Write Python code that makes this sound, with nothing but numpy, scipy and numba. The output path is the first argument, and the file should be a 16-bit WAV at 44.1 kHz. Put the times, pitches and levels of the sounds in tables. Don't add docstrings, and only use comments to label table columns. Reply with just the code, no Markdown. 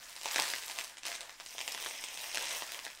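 import sys
import numpy as np
from scipy import signal
from scipy.fft import rfft, irfft
from scipy.io import wavfile
from scipy.ndimage import uniform_filter1d
from numba import njit

SR = 44100
rng = np.random.default_rng(int(sys.argv[2]) if len(sys.argv) > 2 else 0)


def volts_from_db(level):
    exponent = np.asarray(level, float) / 20
    return 10 ** exponent


def dump_mix(stems):
    frames = np.atleast_2d(stems).T
    limited = np.clip(frames, -1, 1)
    pcm = np.round(limited * 32767).astype(np.int16)
    wavfile.write(sys.argv[1], SR, pcm)


N = 132300

THUMP_HZ = 882


@njit
def grains(start, hz, cycles, size, count):
    out = np.zeros(count + 4000)
    for k in range(len(start)):
        first = int(start[k]) + 1
        decay = 2 * hz[k] / (cycles[k] * SR)
        s = 2j * np.pi * hz[k] / SR - decay
        turn = np.exp(s)
        z = np.e * decay * size[k] * np.exp(s * (first - start[k]))
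        for j in range(min(int(9 / decay), 3900)):
            out[first + j] += z.imag * (first + j - start[k])
            z *= turn
    return out[:count]


def shaped(x, points):
    f = np.arange(2049) * SR / 4096 + 1
    hz, db = np.array(points, float).T
    log_gain = np.interp(np.log(f), np.log(hz), db) * np.log(10) / 20
    cepstrum = irfft(log_gain)
    cepstrum[1:2048] *= 2
    cepstrum[2049:] = 0
    impulse = irfft(np.exp(rfft(cepstrum)))
    return signal.fftconvolve(x, impulse)[:len(x)]


def unit(x):
    return x / np.sqrt(np.mean(x ** 2))


def walk(rate):
    hold = int(SR / rate)
    steps = np.repeat(rng.standard_normal(N), hold)[:N]
    return 3.0 * uniform_filter1d(uniform_filter1d(steps, hold), hold)


def background():
    # f/Hz, level/dB per Hz
    air_curve = [(20, -5.5), (40, -12), (65, -25), (150, -17.5), (300, -15), (1000, -33.5)]
    # f/Hz, level/dB
    mains = [(50, -78.5), (100, -83)]
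    t = np.arange(N) / SR
    noise = rng.standard_normal(N)
    air = volts_from_db(-70.5) * unit(shaped(noise, list(air_curve) + [(16000, -31)]))
    hum = sum(volts_from_db(db) * np.sin(2 * np.pi * hz * t) for hz, db in mains)
    return air + hum


def echoes():
    echo_s, smear_s, echo_db = .0072, .0025, -9
    low_t60_s, treble_t60_s, room_db = 0.28, 0.31, -5
    t = np.arange(SR // 2) / SR
    noise = rng.standard_normal((2, len(t)))
    echo = noise[0] * (t > echo_s) * np.exp(-np.clip(t - echo_s, 0, 1) / smear_s)
    low = signal.lfilter(*signal.butter(1, 2500, fs=SR), noise[1])
    treble = noise[1] - low
    tail = low * volts_from_db(-60 * t / low_t60_s) + treble * volts_from_db(-60 * t / treble_t60_s)
    tail = tail * np.clip(t / 0.0019, 0, 1)
    return volts_from_db(echo_db) * echo / np.linalg.norm(echo) + volts_from_db(room_db) * tail / np.linalg.norm(tail)


def kitchen(x, count=6):
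    hold = int(.004 * SR)
    spot = np.repeat(rng.integers(0, count, N // hold + 1), hold)[:N]
    wet = np.zeros(N)
    for j in range(count):
        gate = uniform_filter1d(1. * (spot == j), size=40)
        wet += signal.fftconvolve(x * gate, echoes())[:N]
    return x + wet


def tray(x):
    # f/Hz, width/Hz, level/dB
    modes = [(454, 5.6, -39), (684, 50, 10.5), (905, 190, 11), (1020, 66, 9), (1880, 900, 3),
             (2910, 280, -18), (5170, 500, 0.5)]
    ring = np.zeros(N)
    for hz, width, db in modes:
        ring += volts_from_db(db) * signal.lfilter(*signal.iirpeak(hz, hz / width, SR), x)
    return volts_from_db(-9.5) * ring


def floor_bounce(x):
    from_s, to_s, lag_s, floor_db = 1.5, 2.6, .00034, -7
    t = np.arange(N) / SR
    landing = 1. * (t > from_s) * (t < to_s)
    share = volts_from_db(floor_db) * uniform_filter1d(landing, size=SR // 10)
    reflection = np.roll(x, int(lag_s * SR + .5))
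    return (x + share * reflection) / np.sqrt(1 + share ** 2)


def ticks():
    # t/s, peak level/dB
    droplets = [(0.2324, -47), (0.384, -36), (0.553, -36), (0.6609, -35), (0.8106, -46), (0.8397, -36),
                (0.982, -43), (1.065, -33), (1.207, -38), (1.46, -44), (1.7215, -37), (1.7424, -37),
                (1.808, -36), (1.8467, -34), (1.8856, -47), (2.3456, -32), (2.72, -36)]
    t, db = np.array(droplets, float).T
    hz = 12500 * (0.63 + 0.57 * rng.random(len(t)))
    cycles = np.full(len(t), 2.4)
    return grains((t + 0.00045) * SR, hz, cycles, volts_from_db(db + 6), N)


def thuds():
    # t/s, peak level/dB
    fat_bubbles = [(0.255, -29), (0.358, -37), (0.382, -55), (0.39, -24), (1.398, -44), (1.548, -44),
                   (1.582, -42.5), (1.675, -45), (1.745, -37.5), (1.859, -38), (2.037, -36.5), (2.371, -34),
                   (2.62, -34), (2.864, -40.5)]
    late_s, thud_db = 0.002266, 10.5
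    t, db = np.array(fat_bubbles, float).T
    u = rng.random((2, len(t)))
    hz = THUMP_HZ * (0.68 + 1.07 * u[0])
    cycles = 0.56 + 0.081 * u[1]
    return grains((t + late_s) * SR, hz, cycles, volts_from_db(db + thud_db), N)


def swarm(count, slope, scatter_db, cycles, lo_hz, hi_hz):
    # t/s, level/dB, brightness/dB
    boil = [(0, -39.5, 6), (.18, -41.5, 8), (0.388, -25, 5), (.59, -37.5, 6.5), (.8, -36.5, 5),
            (.93, -44.5, 5), (1.028, -48.5, 1.5), (1.053, -32, 3), (1.16, -35.5, 5), (1.2, -41.5, -1.5),
            (1.38, -46, 5), (1.5, -40, 8.5), (1.8, -34, 3), (2.29, -36, 5.5), (2.35, -31.5, 3),
            (2.51, -28, 2.5), (2.6, -34, 5), (3, -45.5, 4.5)]
    mid_db = -42
    t, boil_db, bright_db = np.array(boil, float).T
    u = rng.random((4, count))
    start = u[0] * (N - 1)
    hz = lo_hz * (hi_hz / lo_hz) ** u[1]
    size = volts_from_db(-scatter_db * np.log(1 - u[2] * .975))
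    cycles = cycles * (.5 + u[3])
    norm = np.sqrt(np.mean(grains(start, hz, cycles, size, N) ** 2))
    s = start / SR
    level_db = mid_db + slope * (np.interp(s, t, boil_db) - mid_db)
    tilt_db = np.interp(s, t, bright_db) * np.log2(hz / 3000) / 2
    return grains(start, hz, cycles, size * volts_from_db(level_db + tilt_db), N) / norm


def fizz():
    bursts = swarm(count=30000, slope=.92, scatter_db=2.4, cycles=1.5, lo_hz=511, hi_hz=15900)
    flicker_db = 1.5 * walk(39.83)
    return volts_from_db(-12 + flicker_db) * floor_bounce(bursts)


def crackle():
    bursts = swarm(count=4500, slope=1.1, scatter_db=2.6, cycles=1.15, lo_hz=1307, hi_hz=8450)
    return volts_from_db(-10) * floor_bounce(bursts)


def pops():
    # t/s, peak level/dB, f/Hz
    loud_a = [(0.1553, -32, 5900), (0.1642, -26, 4900), (0.2135, -28, 5000), (0.2334, -25, 5800),
              (0.2462, -27, 3300), (0.2579, -19, 3300), (0.2867, -22, 3200), (0.3116, -22, 3800),
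              (0.3453, -19, 4000), (0.3602, -12, 3000), (0.3829, -16, 2400), (0.3989, -10, 4900),
              (0.4219, -15, 4700), (0.4803, -21, 4400), (0.4876, -22, 5700), (0.5019, -21, 4300),
              (0.5161, -24, 5400), (0.5367, -17, 2500), (0.5539, -25, 5100), (0.5615, -26, 4000),
              (0.5843, -25, 4100), (0.6363, -27, 4300), (0.6623, -29, 7600), (0.6812, -25, 4200),
              (0.6986, -25, 3200), (0.7121, -25, 4200)]
    loud_b = [(0.7175, -26, 5100), (0.7719, -29, 4400), (0.7877, -17, 3700), (0.7953, -27, 4400),
              (0.8113, -24, 3300), (0.8402, -28, 6400), (0.8452, -23, 6200), (0.898, -34, 3200),
              (0.971, -31, 3500), (0.9805, -35, 3200), (0.984, -31, 4000), (1.0335, -27, 3500),
              (1.0533, -23, 4000), (1.0587, -27, 3000), (1.0679, -23, 3100), (1.0736, -25, 4000),
              (1.0825, -25, 3300), (1.1174, -24, 3300), (1.1277, -26, 3300), (1.1504, -27, 3900),
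              (1.1533, -24, 4600), (1.2077, -24, 4600), (1.2142, -30, 4100), (1.231, -32, 4400),
              (1.2951, -29, 2600), (1.3062, -35, 3500)]
    loud_c = [(1.4004, -29, 2700), (1.4064, -32, 4300), (1.4093, -34, 1800), (1.4625, -26, 4800),
              (1.5078, -32, 6300), (1.5823, -22, 3400), (1.5911, -25, 3400), (1.6053, -22, 3100),
              (1.6131, -21, 3600), (1.6786, -18, 3800), (1.6858, -28, 4000), (1.7197, -26, 4800),
              (1.7224, -21, 6600), (1.7426, -28, 5900), (1.748, -22, 3300), (1.7774, -26, 2400),
              (1.8117, -28, 3800), (1.8203, -27, 4100), (1.826, -25, 4200), (1.8395, -27, 3600),
              (1.8474, -26, 4000), (1.8619, -21, 2100), (1.9102, -26, 3300), (1.9792, -29, 4800),
              (2.0399, -20, 3800), (2.0861, -25, 3900)]
    loud_d = [(2.1749, -24, 3600), (2.1938, -28, 4800), (2.2119, -28, 4400), (2.242, -29, 2400),
              (2.316, -29, 2900), (2.3468, -19, 3600), (2.352, -22, 5700), (2.357, -19, 6100),
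              (2.373, -15, 3200), (2.3824, -21, 3700), (2.4248, -24, 4300), (2.4439, -23, 4700),
              (2.4559, -23, 4900), (2.509, -22, 4400), (2.6223, -20, 2200), (2.7204, -24, 4700),
              (2.7375, -28, 4300), (2.7462, -25, 3400), (2.7915, -31, 3000), (2.7988, -33, 3900),
              (2.851, -24, 4100), (2.8661, -26, 2000), (2.8795, -31, 2900), (2.9023, -31, 3200),
              (2.95, -36, 5300), (2.9741, -36, 3600)]
    # t/s, peak level/dB, f/Hz
    small_a = [(0.129, -35, 5400), (0.1776, -34, 2500), (0.2189, -34, 3600), (0.2646, -29, 4000),
               (0.2781, -26, 2700), (0.3637, -22, 4800), (0.4309, -22, 4900), (0.4362, -21, 2400),
               (0.4534, -26, 2500), (0.4723, -27, 3700), (0.6244, -29, 3800), (0.6293, -30, 5100),
               (0.6568, -31, 4400), (0.6888, -32, 5300), (0.702, -33, 4100), (0.7608, -33, 4000),
               (0.7804, -32, 4900), (0.806, -29, 3000), (0.8504, -34, 3500), (0.8715, -35, 5100),
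               (0.8789, -35, 4500), (0.9438, -42, 4800), (1.0296, -42, 4800), (1.0365, -37, 3900),
               (1.0647, -27, 3800), (1.146, -29, 3700), (1.161, -32, 4200), (1.2744, -41, 3300),
               (1.3266, -39, 4400), (1.5267, -36, 3000), (1.5639, -34, 4900), (1.7095, -30, 3500),
               (1.8014, -29, 3900), (1.8679, -29, 4400), (1.888, -28, 4700), (1.9383, -31, 3000),
               (1.9495, -32, 3700), (1.9529, -32, 3600), (2.1428, -29, 4700), (2.188, -30, 2900)]
    small_b = [(2.2025, -31, 4700), (2.2316, -34, 2600), (2.2369, -30, 3900), (2.2666, -33, 5100),
               (2.2704, -34, 4300), (2.2746, -36, 3000), (2.2851, -35, 3400), (2.2938, -31, 2700),
               (2.2993, -34, 3300), (2.3288, -30, 5700), (2.339, -27, 4000), (2.411, -27, 3100),
               (2.4699, -24, 3500), (2.4844, -24, 4700), (2.495, -25, 4900), (2.5126, -25, 2700),
               (2.5284, -25, 5100), (2.5373, -28, 4300), (2.5494, -28, 4500), (2.5622, -30, 4000),
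               (2.6349, -29, 4700), (2.6772, -32, 4200), (2.6931, -31, 2500), (2.7049, -35, 4500),
               (2.7336, -32, 5100), (2.7915, -31, 3000), (2.8598, -33, 3000), (2.9172, -37, 3200),
               (2.9319, -39, 3000), (2.9882, -39, 4300), (2.9934, -40, 3500)]
    pop_db, crack_db, thump_db, bounce_db = 4.5, -5, -17.5, -9
    every = [np.array(run, float) for run in (loud_a, loud_b, loud_c, loud_d, small_a, small_b)]
    t, db, hz = np.concatenate(every).T
    u = rng.random((8, len(t)))
    at = (t - .4 / hz) * SR
    size, one = volts_from_db(db + pop_db), np.ones(len(t))
    start = [at, at + .4 * SR / hz, at]
    pitch = [hz * .8, hz * (1.5 + .6 * u[0]), THUMP_HZ * (.7 + .6 * u[1])]
    sizes = [size, -size * volts_from_db(crack_db), size * volts_from_db(thump_db)]
    cycles = [.6 * one] * 3
    for k in (1, 2, 3):
        start.append(at + SR * .0003 * (k + u[k + 1]))
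        pitch.append(hz * (.6 + 1.2 * u[k + 4]))
        sizes.append(size * volts_from_db(bounce_db - 3 * (k - 1)))
        cycles.append(.8 * one)
    burst = grains(*map(np.concatenate, (start, pitch, cycles, sizes)), N)
    return signal.lfilter(*signal.butter(2, 10500, fs=SR), burst)


def scene():
    # f/Hz, gain/dB
    colour = [(225, -24.5), (300, -11.5), (950, -11), (1350, -9), (2000, -8), (9300, -0.5), (10800, -1.5),
              (15600, 1)]
    oil = fizz() + crackle() + pops() + thuds() + ticks()
    oil = shaped(oil, colour)
    return (kitchen(oil + tray(oil)) + background())[None]


def low_pass(x):
    return signal.sosfilt(signal.butter(12, 16830, fs=SR, output="sos"), x)


def record(dry):
    top_cut = signal.ellip(12, .2, 60, 15780, fs=SR, output="sos")
    mix = signal.sosfilt(top_cut, dry)
    return low_pass(mix)


dry = scene()
out = record(dry)
dump_mix(out)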